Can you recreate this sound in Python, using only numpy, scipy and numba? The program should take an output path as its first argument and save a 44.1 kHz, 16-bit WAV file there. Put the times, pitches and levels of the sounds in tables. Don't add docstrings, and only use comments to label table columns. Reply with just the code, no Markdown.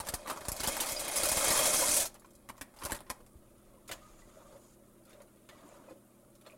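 import sys
import numpy as np
from scipy import signal
from scipy.fft import rfft, irfft
from scipy.io import wavfile
from scipy.ndimage import uniform_filter1d
from numba import njit

SR = 44100
rng = np.random.default_rng(int(sys.argv[2]) if len(sys.argv) > 2 else 0)


def level_to_linear(level):
    exponent = np.asarray(level, float) / 20
    return 10 ** exponent


def master(y):
    cut = np.clip(np.atleast_2d(y).T, -1, 1)
    pcm = np.round(cut * 32767)
    wavfile.write(sys.argv[1], SR, pcm.astype(np.int16))


N = 289737

# pitch_hz, level_db [dB per Hz]
KITCHEN_AIR = [(41, -33), (70, -47), (108, -15), (145, -0.5), (208, 2), (307, 3.5), (344, 10), (441, -5.5),
               (566, 3.5), (700, -34), (955, -45), (6900, -20.5), (9490, -14), (16000, -20.5)]
# pitch_hz, level_db
HUM = [(120, -71.5), (205, -69.5), (240, -72.5), (360, -87), (15250, -123)]
# start_s, level_db
SWAY = [
    (0.0, -56),
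    (0.27, -65),
    (0.45, -59),
    (1.6, -60),
    (1.88, -59),
    (2.05, -66.5),
    (3.4, -63.5),
    (4.1, -63.5),
    (5.1, -70),
    (6.57, -75),
]
# start_s, crack_db, body_db, crumple_t60_s
SHAKES = [(0.0024, -23.5, -31.5, 0.029), (0.0508, -34, -57, 0.026), (0.063, -31, -50, 0.02),
          (0.0697, -25.5, -30.5, 0.039), (0.0872, -18, -27.5, 0.027), (0.1228, -37, -46, 0.032),
          (0.1391, -17, -29.5, 0.033), (0.2608, -44, -31.5, 0.024), (0.2738, -31, -34, 0.21),
          (0.2992, -25, -26.5, 0.052), (0.362, -38, -37, 0.024), (0.3735, -32, -36, 0.018),
          (0.409, -35, -34.5, 0.034), (0.4529, -29, -36.5, 0.012), (0.4838, -18, -32.5, 0.033),
          (0.5182, -21, -39, 0.028), (0.5651, -26, -44, 0.02), (0.604, -19, -34, 0.047),
          (0.634, -19, -25.5, 0.11), (0.6739, -12, -29, 0.032), (0.682, -19.5, -31, 0.066),
          (0.7203, -21, -60, 0.033), (0.7677, -17.5, -26.5, 0.01), (0.8026, -16.5, -29, 0.16),
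          (0.86, -21.5, -41, 0.089), (0.8875, -19, -42, 0.088), (0.9208, -18.5, -46, 0.02),
          (0.9946, -18.5, -50, 0.07), (1.045, -24, -38, 0.018), (1.0804, -14, -32, 0.032),
          (1.1163, -22, -58, 0.025)]
# start_s, crack_db, body_db, rattle_t60_s
CLUMPS = [(1.1595, -13.5, -38, 0.13), (1.2324, -9, -29, 0.04), (1.255, -12.5, -26, 0.037),
          (1.287, -10, -36, 0.044), (1.317, -11.5, -23, 0.033), (1.3701, -16.5, -26.5, 0.072),
          (1.4436, -13.5, -24, 0.061), (1.482, -9, -17, 0.0086), (1.503, -13.5, -25.5, 0.17),
          (1.5472, -20.5, -31, 0.44), (1.5891, -12.5, -26.5, 0.039), (1.603, -19, -32, 0.044),
          (1.657, -9, -24, 0.021), (1.668, -10.5, -35, 0.025), (1.705, -26, -32, 0.039),
          (1.7344, -12, -32, 0.091), (1.7892, -20, -25.5, 0.058), (1.826, -17, -32, 0.046),
          (1.89, -12, -37, 0.014), (1.9135, -13, -33, 0.03), (1.936, -13, -34, 0.04),
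          (1.966, -5.5, -27, 0.02), (2.0004, -8.5, -56, 0.033), (2.02, -14, -34, 0.017),
          (2.0541, -16.5, -36.5, 0.053)]
# start_s, crack_db, body_db, t60_s
SETTLES = [
    (2.143, -34, -49, 0.019),
    (2.152, -60, -43, 0.046),
    (2.1969, -38, -62, 0.013),
    (2.221, -60, -49, 0.02),
    (2.2465, -60, -44, 0.019),
    (2.2598, -46, -70, 0.033),
    (2.3062, -43, -73, 0.023),
    (2.3336, -48, -72, 0.025),
    (2.3521, -39.5, -65, 0.02),
]
# start_s, crack_db, body_db, crumple_t60_s
CRUMPLES = [(2.4891, -32.5, -35, 0.036), (2.4971, -39, -32.5, 0.0085), (2.5797, -43, -49, 0.035),
            (2.612, -25, -34.5, 0.027), (2.7402, -51, -52, 0.053), (2.763, -47, -52.5, 0.32),
            (2.7876, -46, -51, 0.38), (2.8177, -51, -38.5, 0.24), (2.836, -28, -47, 0.018),
            (2.8515, -17, -40, 0.0061), (2.8561, -25.5, -31, 0.046), (2.886, -34, -44, 0.028),
            (2.8982, -48, -32.5, 0.045), (2.9082, -25, -34, 0.008), (2.92, -18.5, -22.5, 0.029),
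            (2.9464, -27.5, -31.5, 0.032), (2.9644, -32, -39, 0.018), (2.9906, -44, -57, 0.016),
            (3.006, -47, -37, 0.006), (3.0653, -63, -51.5, 0.16), (3.0975, -35, -42, 0.012),
            (3.1012, -16.5, -25.5, 0.0064), (3.2048, -53, -51.5, 0.021), (3.264, -44, -54, 0.021)]
# start_s, crack_db, body_db, t60_s
SLAPS = [
    (2.5685, -58, -70, 0.006),
    (2.616, -56, -44, 0.007),
    (3.1045, -67, -30.5, 0.02),
]
# pitch_hz, level_db [dB per Hz]
FILM = [(1760, -34), (3000, -36), (3450, 0.5), (5070, 6), (10100, 12), (15100, 0), (16000, -19)]
# start_s, level_db
PUFFS = [(0.0024, -36), (0.0908, -37), (0.1385, -27.5), (0.3004, -55), (0.485, -25.5), (0.519, -30.5),
         (0.602, -33), (0.633, -39), (0.676, -29), (0.921, -36), (1.2324, -32), (1.256, -35), (1.317, -31),
         (1.3697, -29), (1.4817, -34), (1.504, -31), (1.8898, -34), (2, -37), (2.615, -41), (2.8402, -38),
         (2.8518, -30.5), (2.922, -28), (2.946, -41), (3.101, -35.5), (3.9123, -42), (4.619, -63),
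         (5.489, -54), (5.548, -50), (6.25, -54)]
# start_s, level_db, pitch_hz, cycles, glide [octaves a second]
STOVE_BUMP = [
    (3.355, -47, 92.5, 18, -28.5),
]
# start_s, peak_db, pitch_hz
PIECES = [(0.001, -36, 10000), (0.002, -54, 4260), (0.029, -51, 8900), (0.087, -46, 8957),
          (0.088, -39, 6029), (0.091, -36, 11714), (0.142, -28, 10800), (0.217, -58, 4478),
          (0.274, -50, 12575), (0.33, -42, 9474), (0.364, -54, 11541), (0.387, -58, 12575),
          (0.41, -54, 6201), (0.452, -47, 4478), (0.484, -40, 12575), (0.486, -34, 10400),
          (0.518, -42, 5684), (0.518, -36, 7751), (0.519, -30, 11197), (0.564, -47, 13953),
          (0.566, -45, 4600), (0.603, -32, 4700), (0.637, -33, 9000), (0.667, -33, 4620),
          (0.767, -42, 12403), (0.809, -40, 8957), (0.825, -40, 13436), (0.86, -39, 9646),
          (0.888, -42, 8200), (0.921, -40, 7400), (0.921, -33, 12230), (0.95, -44, 7751),
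          (0.967, -39, 4995), (1.046, -44, 4306), (1.081, -36, 8268), (1.116, -40, 9302),
          (1.139, -42, 8957), (1.159, -30, 9700), (1.185, -29, 6140), (1.256, -27, 10508),
          (1.317, -25, 9350), (1.371, -41, 6029), (1.371, -25, 9300), (1.448, -28, 8000),
          (1.483, -24, 10400), (1.578, -27, 10100), (1.706, -31, 6201), (1.734, -24, 9400),
          (1.892, -35, 13953), (1.892, -28, 8540), (1.924, -33, 10163), (1.943, -25, 9819),
          (1.969, -36, 13608), (1.998, -35, 3300), (2.027, -34, 9819)]
# start_s, peak_db, pitch_hz
DROPS = [(0.075, -49, 1120), (0.136, -31, 717), (0.293, -46, 1070), (0.363, -42, 1004), (0.363, -35, 570),
         (0.633, -58, 1010), (0.633, -39, 574), (0.685, -29, 553), (0.798, -42, 620), (0.85, -36, 1250),
         (0.955, -50, 600), (1.016, -37, 916), (1.042, -47, 580), (1.077, -33, 606), (1.155, -58, 640),
         (1.181, -42, 1300), (1.19, -42, 610), (1.234, -31, 593), (1.399, -37, 630), (1.408, -29, 1315),
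         (1.425, -28, 1060), (1.503, -27, 533), (1.573, -30, 1062), (1.599, -30, 574), (1.678, -27, 607),
         (1.791, -39, 615), (1.826, -18, 976), (1.913, -41, 1210), (1.939, -37, 574), (2.052, -35, 631)]
# start_s, peak_db, pitch_hz
SNAPS = [(0.2185, -51, 4000), (0.248, -44, 4000), (0.435, -43, 5000), (0.499, -37, 7000),
         (0.599, -20, 6060), (2.498, -41.5, 250), (2.501, -30, 1030), (2.502, -37, 2300),
         (2.553, -45, 1030), (2.582, -40, 1100), (2.612, -40, 291), (2.615, -31, 3530), (2.789, -37, 4800),
         (2.8175, -32, 11200), (2.836, -39, 6940), (2.8405, -21, 10600), (2.852, -28, 10100),
         (2.887, -38, 10500), (2.9005, -35, 10500), (2.909, -29, 990), (2.9215, -14.5, 9700),
         (2.9275, -31, 10500), (2.947, -30, 11000), (2.964, -35, 4300), (2.99, -39, 3360),
         (3.006, -28, 9870)]
# start_s, peak_db, pitch_hz
PINGS = [(4.693, -79, 5971), (4.897, -71, 9532), (5.008, -68, 9991), (5.037, -72, 4708), (5.052, -62, 9646),
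         (5.054, -65, 12632), (5.095, -57, 9761), (5.13, -67, 3675), (5.172, -71, 7694), (5.219, -65, 6890),
         (5.219, -65, 12288), (5.219, -58, 9900), (5.222, -67, 5742), (5.263, -68, 9800),
         (5.489, -67, 6600), (5.589, -69, 7600), (5.679, -62, 9400), (5.69, -61, 7300), (5.716, -66, 7005),
         (5.888, -72, 13896), (5.896, -62, 11000), (6.199, -67, 9302), (6.354, -73, 12862),
         (6.354, -67, 7005), (6.356, -63, 10106), (6.412, -70, 13436), (6.412, -67, 3675),
         (6.412, -57, 10221), (6.469, -60, 4249), (6.484, -69, 12173)]
# start_s, flow_db
FLOW = [
    (0.0, -63),
    (0.4, -58.5),
    (0.58, -50),
    (0.72, -43),
    (1.08, -44.5),
    (1.18, -36),
    (1.5, -32),
    (1.95, -29),
    (2.037, -35),
]
# pitch_hz, level_db [dB per Hz]
CLATTER = [(2470, -30), (4200, 0), (6250, 8.5), (9780, 12), (14900, -7.5), (16000, -31)]
# pitch_hz, width_hz, level_db
POT_AIR = [(335, 110, -7), (562, 36, -1), (604, 40, 2), (730, 80, -8), (1086, 450, 0.5), (1200, 880, -23.5)]
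# pitch_hz, width_hz, level_db
POT_WALL = [(1570, 270, -34), (2198, 39, -3), (2504, 110, -1.5), (3246, 83, -5.5), (3700, 1900, 2)]
# start_s, peak_db, pitch_hz, cycles
CLINKS = [(0.802, -17.5, 3030, 32), (0.966, -21.5, 4900, 71), (2.617, -18.5, 1820, 5.4),
          (2.616, -25, 2300, 16), (3.1055, -39, 1110, 5.9), (3.8927, -33.5, 2050, 28),
          (3.9804, -45, 1900, 43), (4.019, -44, 1230, 71), (4.052, -45, 1230, 99), (4.22, -49, 1980, 49),
          (4.4059, -53, 3560, 44), (4.291, -50, 1254, 45), (4.389, -46, 1196, 48), (4.457, -44, 1196, 44),
          (5.0823, -57, 3590, 40), (5.1312, -46, 3700, 32), (5.492, -42, 1810, 23), (5.51, -47, 1960, 73),
          (5.55, -53, 1230, 70), (5.792, -42.5, 960, 33), (5.883, -52.5, 2470, 140),
          (6.4627, -45, 3940, 33), (6.468, -44, 4200, 30), (6.499, -38, 2430, 20), (6.5206, -41, 2500, 22)]
# start_s, peak_db, pitch_hz, cycles
GULPS = [(3.203, -40, 485, 11), (3.742, -39, 530, 11), (3.899, -26.5, 643, 12), (4.523, -42.5, 518, 49),
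         (4.561, -40, 550, 9.7), (5.135, -44, 605, 18), (5.204, -38, 590, 8.1), (5.639, -42, 290, 23),
         (5.725, -37, 640, 6.8), (5.879, -39.5, 530, 23), (5.8, -44, 276, 19), (5.907, -38, 321, 19),
         (5.91, -38.5, 522, 45), (6.462, -41, 590, 17)]
# start_s, tick_db, body_db, rattle_t60_s
KNOCKS = [(3.6511, -52, -79, 0.048), (3.8779, -27.5, -54, 0.027), (3.8914, -26, -39.5, 0.016),
          (3.9139, -18.5, -34.5, 0.053), (5.104, -42, -55, 0.03), (5.1304, -40, -51, 0.017),
          (5.203, -60, -47.5, 0.033), (5.4898, -35, -42.5, 0.032), (5.8994, -41, -77, 0.015),
          (6.3525, -42, -83, 0.027), (6.4138, -42, -58, 0.019), (6.4639, -41.5, -47, 0.08),
          (6.5066, -42, -73, 0.021)]
# start_s, tick_db, body_db, t60_s
TICKS = [
    (5.0525, -43.5, -66, 0.025),
    (5.0953, -45, -61, 0.033),
    (5.2195, -40.5, -68, 0.026),
]
# pitch_hz, width_hz, level_db
TONGS = [(1230, 100, 0.5), (2130, 860, 2), (3800, 1300, -0.5), (4100, 1600, -5), (6800, 1450, 1),
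         (9500, 8500, 1)]
# start_s, length_s, water_start_db, water_end_db, singing_db
STROKES = [
    (3.55, 0.26, -70, -66, -85),
    (3.918, 0.016, -50, -51, -57),
    (3.936, 0.79, -64, -68.5, -71),
    (4.268, 0.15, -66.5, -57.5, -69.5),
    (4.45, 0.11, -68.5, -57.5, -69.5),
    (5.078, 0.15, -65.5, -62.5, -77.5),
    (5.513, 0.266, -61.5, -58.5, -71.5),
    (5.74, 0.17, -70, -57.5, -74.5),
    (6.458, 0.079, -63, -63, -78),
]
# pitch_hz, width_hz, level_db
SINGING = [(4760, 1100, -10), (6870, 700, 0.5), (10100, 2800, -3)]


def unit(x):
    return x / np.sqrt(np.mean(x ** 2))


def samples(start_s):
    return (start_s * SR).astype(np.int64)


def colour(x, points):
    hz, db = np.transpose(points)
    grid = np.maximum(np.arange(4097) * SR / 8192, 1)
    cepstrum = irfft(np.log(level_to_linear(np.interp(np.log(grid), np.log(hz), db))))
    cepstrum[1:4096] *= 2
    cepstrum[4097:] = 0
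    h = irfft(np.exp(rfft(cepstrum)))[:4096]
    return signal.fftconvolve(x, h / np.sqrt(np.sum(h ** 2)))[:len(x)]


def ring(x, modes, dips=False):
    sign = 1 if dips else -1
    out, energy = 0, 0
    for k, (hz, width, db) in enumerate(modes):
        gain = level_to_linear(db) / np.sqrt(width)
        out = out + sign ** k * gain * signal.lfilter(*signal.iirpeak(hz, hz / width, SR), x)
        energy += gain ** 2 * np.pi * width / SR
    return out / np.sqrt(energy)


def muffle(x):
    return signal.sosfilt(signal.butter(3, 1400, fs=SR, output="sos"), x)


def walk(rate):
    k = int(SR / rate)
    return 0.4 * uniform_filter1d(np.repeat(rng.standard_normal(N // k + 1), k), k)[:N]


def clicks(rate, spread_db):
    hit = rng.random(N) < rate / SR
    size = level_to_linear(spread_db * np.minimum(rng.exponential(size=N), 3.2))
    return unit(hit * rng.standard_normal(N) * size)


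@njit
def grains(start, hz, cycles, size, glide):
    out = np.zeros(N)
    for k in range(len(start)):
        w = 2 * np.pi * hz[k] / SR
        z, p = size[k] + 0j, np.exp(1j * w - w / cycles[k])
        turn = np.exp(1j * w * np.log(2) * glide[k] / SR)
        for i in range(start[k], min(N, start[k] + int(6 * cycles[k] / w))):
            out[i] += z.imag
            z, p = z * p, p * turn
    return out


def shower(rate, centre_hz, octaves, cycles, spread_db, glide=0.):
    count = int(rate * N / SR)
    hz = np.clip(centre_hz * 2 ** (octaves * rng.standard_normal(count)), 50, .4 * SR)
    size = level_to_linear(spread_db * np.minimum(rng.exponential(size=count), 4))
    start = rng.integers(0, N, count)
    return unit(grains(start, hz, np.full(count, 1. * cycles), size, np.full(count, 1. * glide)))


def kitchen():
    t = np.arange(N) / SR
    air = colour(rng.standard_normal(N), KITCHEN_AIR) * level_to_linear(-65 + 0.75 * walk(18))
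    fizz = level_to_linear(-77.5 + 6.1 * walk(11)) * shower(900, 9900, 0.2, 60, 4.0)
    hum = sum(level_to_linear(db + 2 + 1.0 * walk(6.5)) * np.sin(2 * np.pi * hz * t) for hz, db in HUM)
    rumble = colour(rng.standard_normal(N), [(8, -22), (27, 3.5), (60, -8.5), (150, -12.5), (500, -67)])
    sway = level_to_linear(np.interp(t, *np.transpose(SWAY)))
    return air + fizz + hum + sway * level_to_linear(2.0 * walk(4.4)) * rumble


def hits(tables, bright, mid, body, mid_share):
    lanes, t = np.zeros((3, N + SR)), np.arange(SR // 4) / SR
    crackle = np.pad([clicks(3500, 5.0) for _ in range(3)], ((0, 0), (0, SR)), "wrap")
    for rows, mid_db, tick in tables:
        for s, snap_db, body_db, t60, *_ in rows:
            i = int(s * SR)
            fade = 1000. ** (-t / np.clip(t60, .005, .4))
            burst = fade * crackle[:, i:i + len(t)]
            burst *= np.linalg.norm(fade) / np.linalg.norm(burst, axis=1)[:, None]
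            burst[:, 0] -= tick
            between_db = snap_db + mid_db + mid_share * (body_db - snap_db)
            levels_db = np.array([[snap_db - 14.5], [between_db], [body_db - 7]])
            lanes[:, i:i + len(t)] += level_to_linear(levels_db) * burst
    treble, middle, low = lanes[:, :N]
    return bright(treble) + ring(middle, mid) + ring(low, body, dips=True)


def plastic_bag():
    tables = [(SHAKES, -13, 6.6), (CLUMPS, -13, 3.0), (CRUMPLES, -15, 8.0), (SLAPS, 12, 4.0),
              (SETTLES, -26, 6.0)]
    middle = [(2050, 20000, -0.5), (3400, 4200, 1.5)]
    body = [(307, 140, -5.5), (592, 90, -4.5), (933, 400, 2.0)]
    return hits(tables, lambda x: colour(x, FILM), middle, body, mid_share=0.13)


def puffs():
    kicks, (s, db) = np.zeros(N), np.transpose(PUFFS)
    kicks[samples(s)] = -level_to_linear(db + 43.5)
    push = signal.lfilter(*signal.butter(1, 60, fs=SR), kicks)
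    s, db, hz, cycles, glide = np.transpose(STOVE_BUMP)
    bump = -grains(samples(s), hz, cycles, level_to_linear(db), glide)
    bass_cut = signal.cheby1(4, 3.0, 24, "highpass", fs=SR, output="sos")
    return bump + signal.sosfilt(bass_cut, push)


def singles():
    out = 0
    for table, ring_s, db in ((PIECES, 0.0009, 12), (DROPS, 0.0091, -1.5), (PINGS, 0.0015, 11),
                              (SNAPS, None, -0.5)):
        s, peak_db, hz = np.transpose(table)
        cycles = 2 * np.pi * hz * ring_s if ring_s else np.full(len(s), 15.4)
        out = out + grains(samples(s), hz, cycles, level_to_linear(peak_db + db), 0 * s)
    return out


def stream():
    simmer_until_s, first_splash_s, heap_s = 3.3, 0.57, 1.71
    t, (s, db) = np.arange(N) / SR, np.transpose(FLOW)
    flow_db = np.interp(t, s, db)
    stop_db = -604 * np.maximum(t - s[-1], 0)
    damp_db = stop_db - 13 * np.maximum(t - heap_s, 0)
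    below_full_db = flow_db + 30
    stray_db = -8 * (t < first_splash_s)
    boiling = t < simmer_until_s
    pot = level_to_linear(-37.5 + damp_db + 0.6 * below_full_db) + boiling * level_to_linear(-69)
    splash = level_to_linear(-39.5 + damp_db + 0.58 * below_full_db + stray_db) + boiling * level_to_linear(-79.5)
    return level_to_linear(flow_db + stop_db), pot, splash


def pasta():
    clatter, pot, splash = stream()
    clump = level_to_linear(2.1 * walk(27.2) + 1.0 * walk(100))
    clacks = 0.65 * colour(clicks(5000, 3.15), CLATTER) + 0.45 * shower(3700, 8300, 0.407, 13, 6.2)
    plops = 0.34 * shower(500, 841, 0.358, 21.2, 0.3, glide=9.8)
    landing = level_to_linear(2.8 * walk(29.46)) * clicks(3000, 1.7)
    air_ring = pot * muffle(ring(landing, POT_AIR, dips=True))
    wall_ring = splash * ring(landing, POT_WALL, dips=True)
    return clump * clatter * clacks + pot * plops, air_ring + wall_ring


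def tones():
    s, db, hz, cycles = np.transpose(GULPS + CLINKS)
    glide = np.repeat([1.95, 0.1], [len(GULPS), len(CLINKS)])
    return grains(samples(s), hz, 2 * np.maximum(cycles, 1), level_to_linear(db - 9.0), glide)


def strokes():
    rise_db_per_s, fall_db_per_s, stir_from_s = 496, 350, 3.3
    t = np.arange(N) / SR
    out = level_to_linear(np.array((-70, -77.5, -85)))[:, None] * (t > stir_from_s)
    for s, length, start_db, end_db, sing_db in STROKES:
        along = np.clip((t - s) / length, 0, 1)
        edge_db = -rise_db_per_s * np.maximum(s - t, 0) - fall_db_per_s * np.maximum(t - s - length, 0)
        water_db = start_db + (end_db - start_db) * along
        scrape_db = water_db - 4 - 8 * along
        out = np.maximum(out, level_to_linear(edge_db + np.array([water_db, scrape_db, sing_db + 0 * t])))
    return out


def stirring():
    swirl, scrape, sing = strokes()
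    water = 0.48 * shower(550, 547, 0.56, 26, 0.45, glide=4.0) + 1.21 * ring(rng.standard_normal(N), POT_AIR)
    drag = level_to_linear(3.5 * walk(18)) * clicks(4000, 2.6)
    return swirl * muffle(water) + scrape * ring(drag, TONGS[:3]) + sing * ring(drag, SINGING)


def steel_tongs():
    tables = [(KNOCKS, -10, 5.0), (TICKS, -26, 5.0)]
    return hits(tables, lambda x: ring(x, TONGS[3:]), TONGS[1:3], POT_AIR, mid_share=0.55)


def room(x):
    t60_s, low_t60_s, rise_s = 0.14, 0.33, 0.012
    echo_db, tail_db = 4, -7
    step, size = 512, 8192
    t = np.arange(size - 2 * step) / SR
    noise = rng.standard_normal((N // step + 2, len(t)))
    low = signal.lfilter(*signal.butter(1, 1200, fs=SR), noise)
    near = np.exp(-(t / rise_s) ** 2)
    far = np.minimum(t / rise_s, 1) * np.array([1000. ** (-t / low_t60_s), 1000. ** (-t / t60_s)])
    echoes = level_to_linear(echo_db) * noise * near / np.linalg.norm(near)
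    echoes += level_to_linear(tail_db) * (low * far[0] + (noise - low) * far[1]) / np.linalg.norm(far[1])
    echoes[:, 0] = 1
    padded, out = np.pad(x, (0, 2 * step)), np.zeros(N + 2 * size)
    for k, echo in enumerate(echoes[:-1]):
        moment = padded[k * step:(k + 1) * step]
        out[k * step:k * step + size] += irfft(rfft(moment, size) * rfft(echo, size))
    return out[:N] / np.sqrt(1 + level_to_linear(echo_db) ** 2 + level_to_linear(tail_db) ** 2)


def scene():
    knocks = plastic_bag() + steel_tongs()
    close, notes = singles(), tones()
    clacks, pot = pasta()
    echoing = room(clacks + 0.42 * pot + 0.87 * knocks + stirring() + 0.69 * notes + 0.37 * close)
    direct = 0.38 * close + 0.41 * notes + 0.67 * pot + 0.15 * knocks + 0.19 * clacks
    return (echoing + direct + puffs() + kitchen())[None]


def low_pass(x):
    return signal.sosfilt(signal.butter(12, 16640, fs=SR, output="sos"), x)


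def record(dry):
    ceiling, top_hz = .3, 15900
    rounded = ceiling * np.tanh(dry / ceiling)
    top_cut = signal.ellip(8, .2, 70, top_hz, fs=SR, output="sos")
    return low_pass(signal.sosfilt(top_cut, rounded))


dry = scene()
out = record(dry)
master(out)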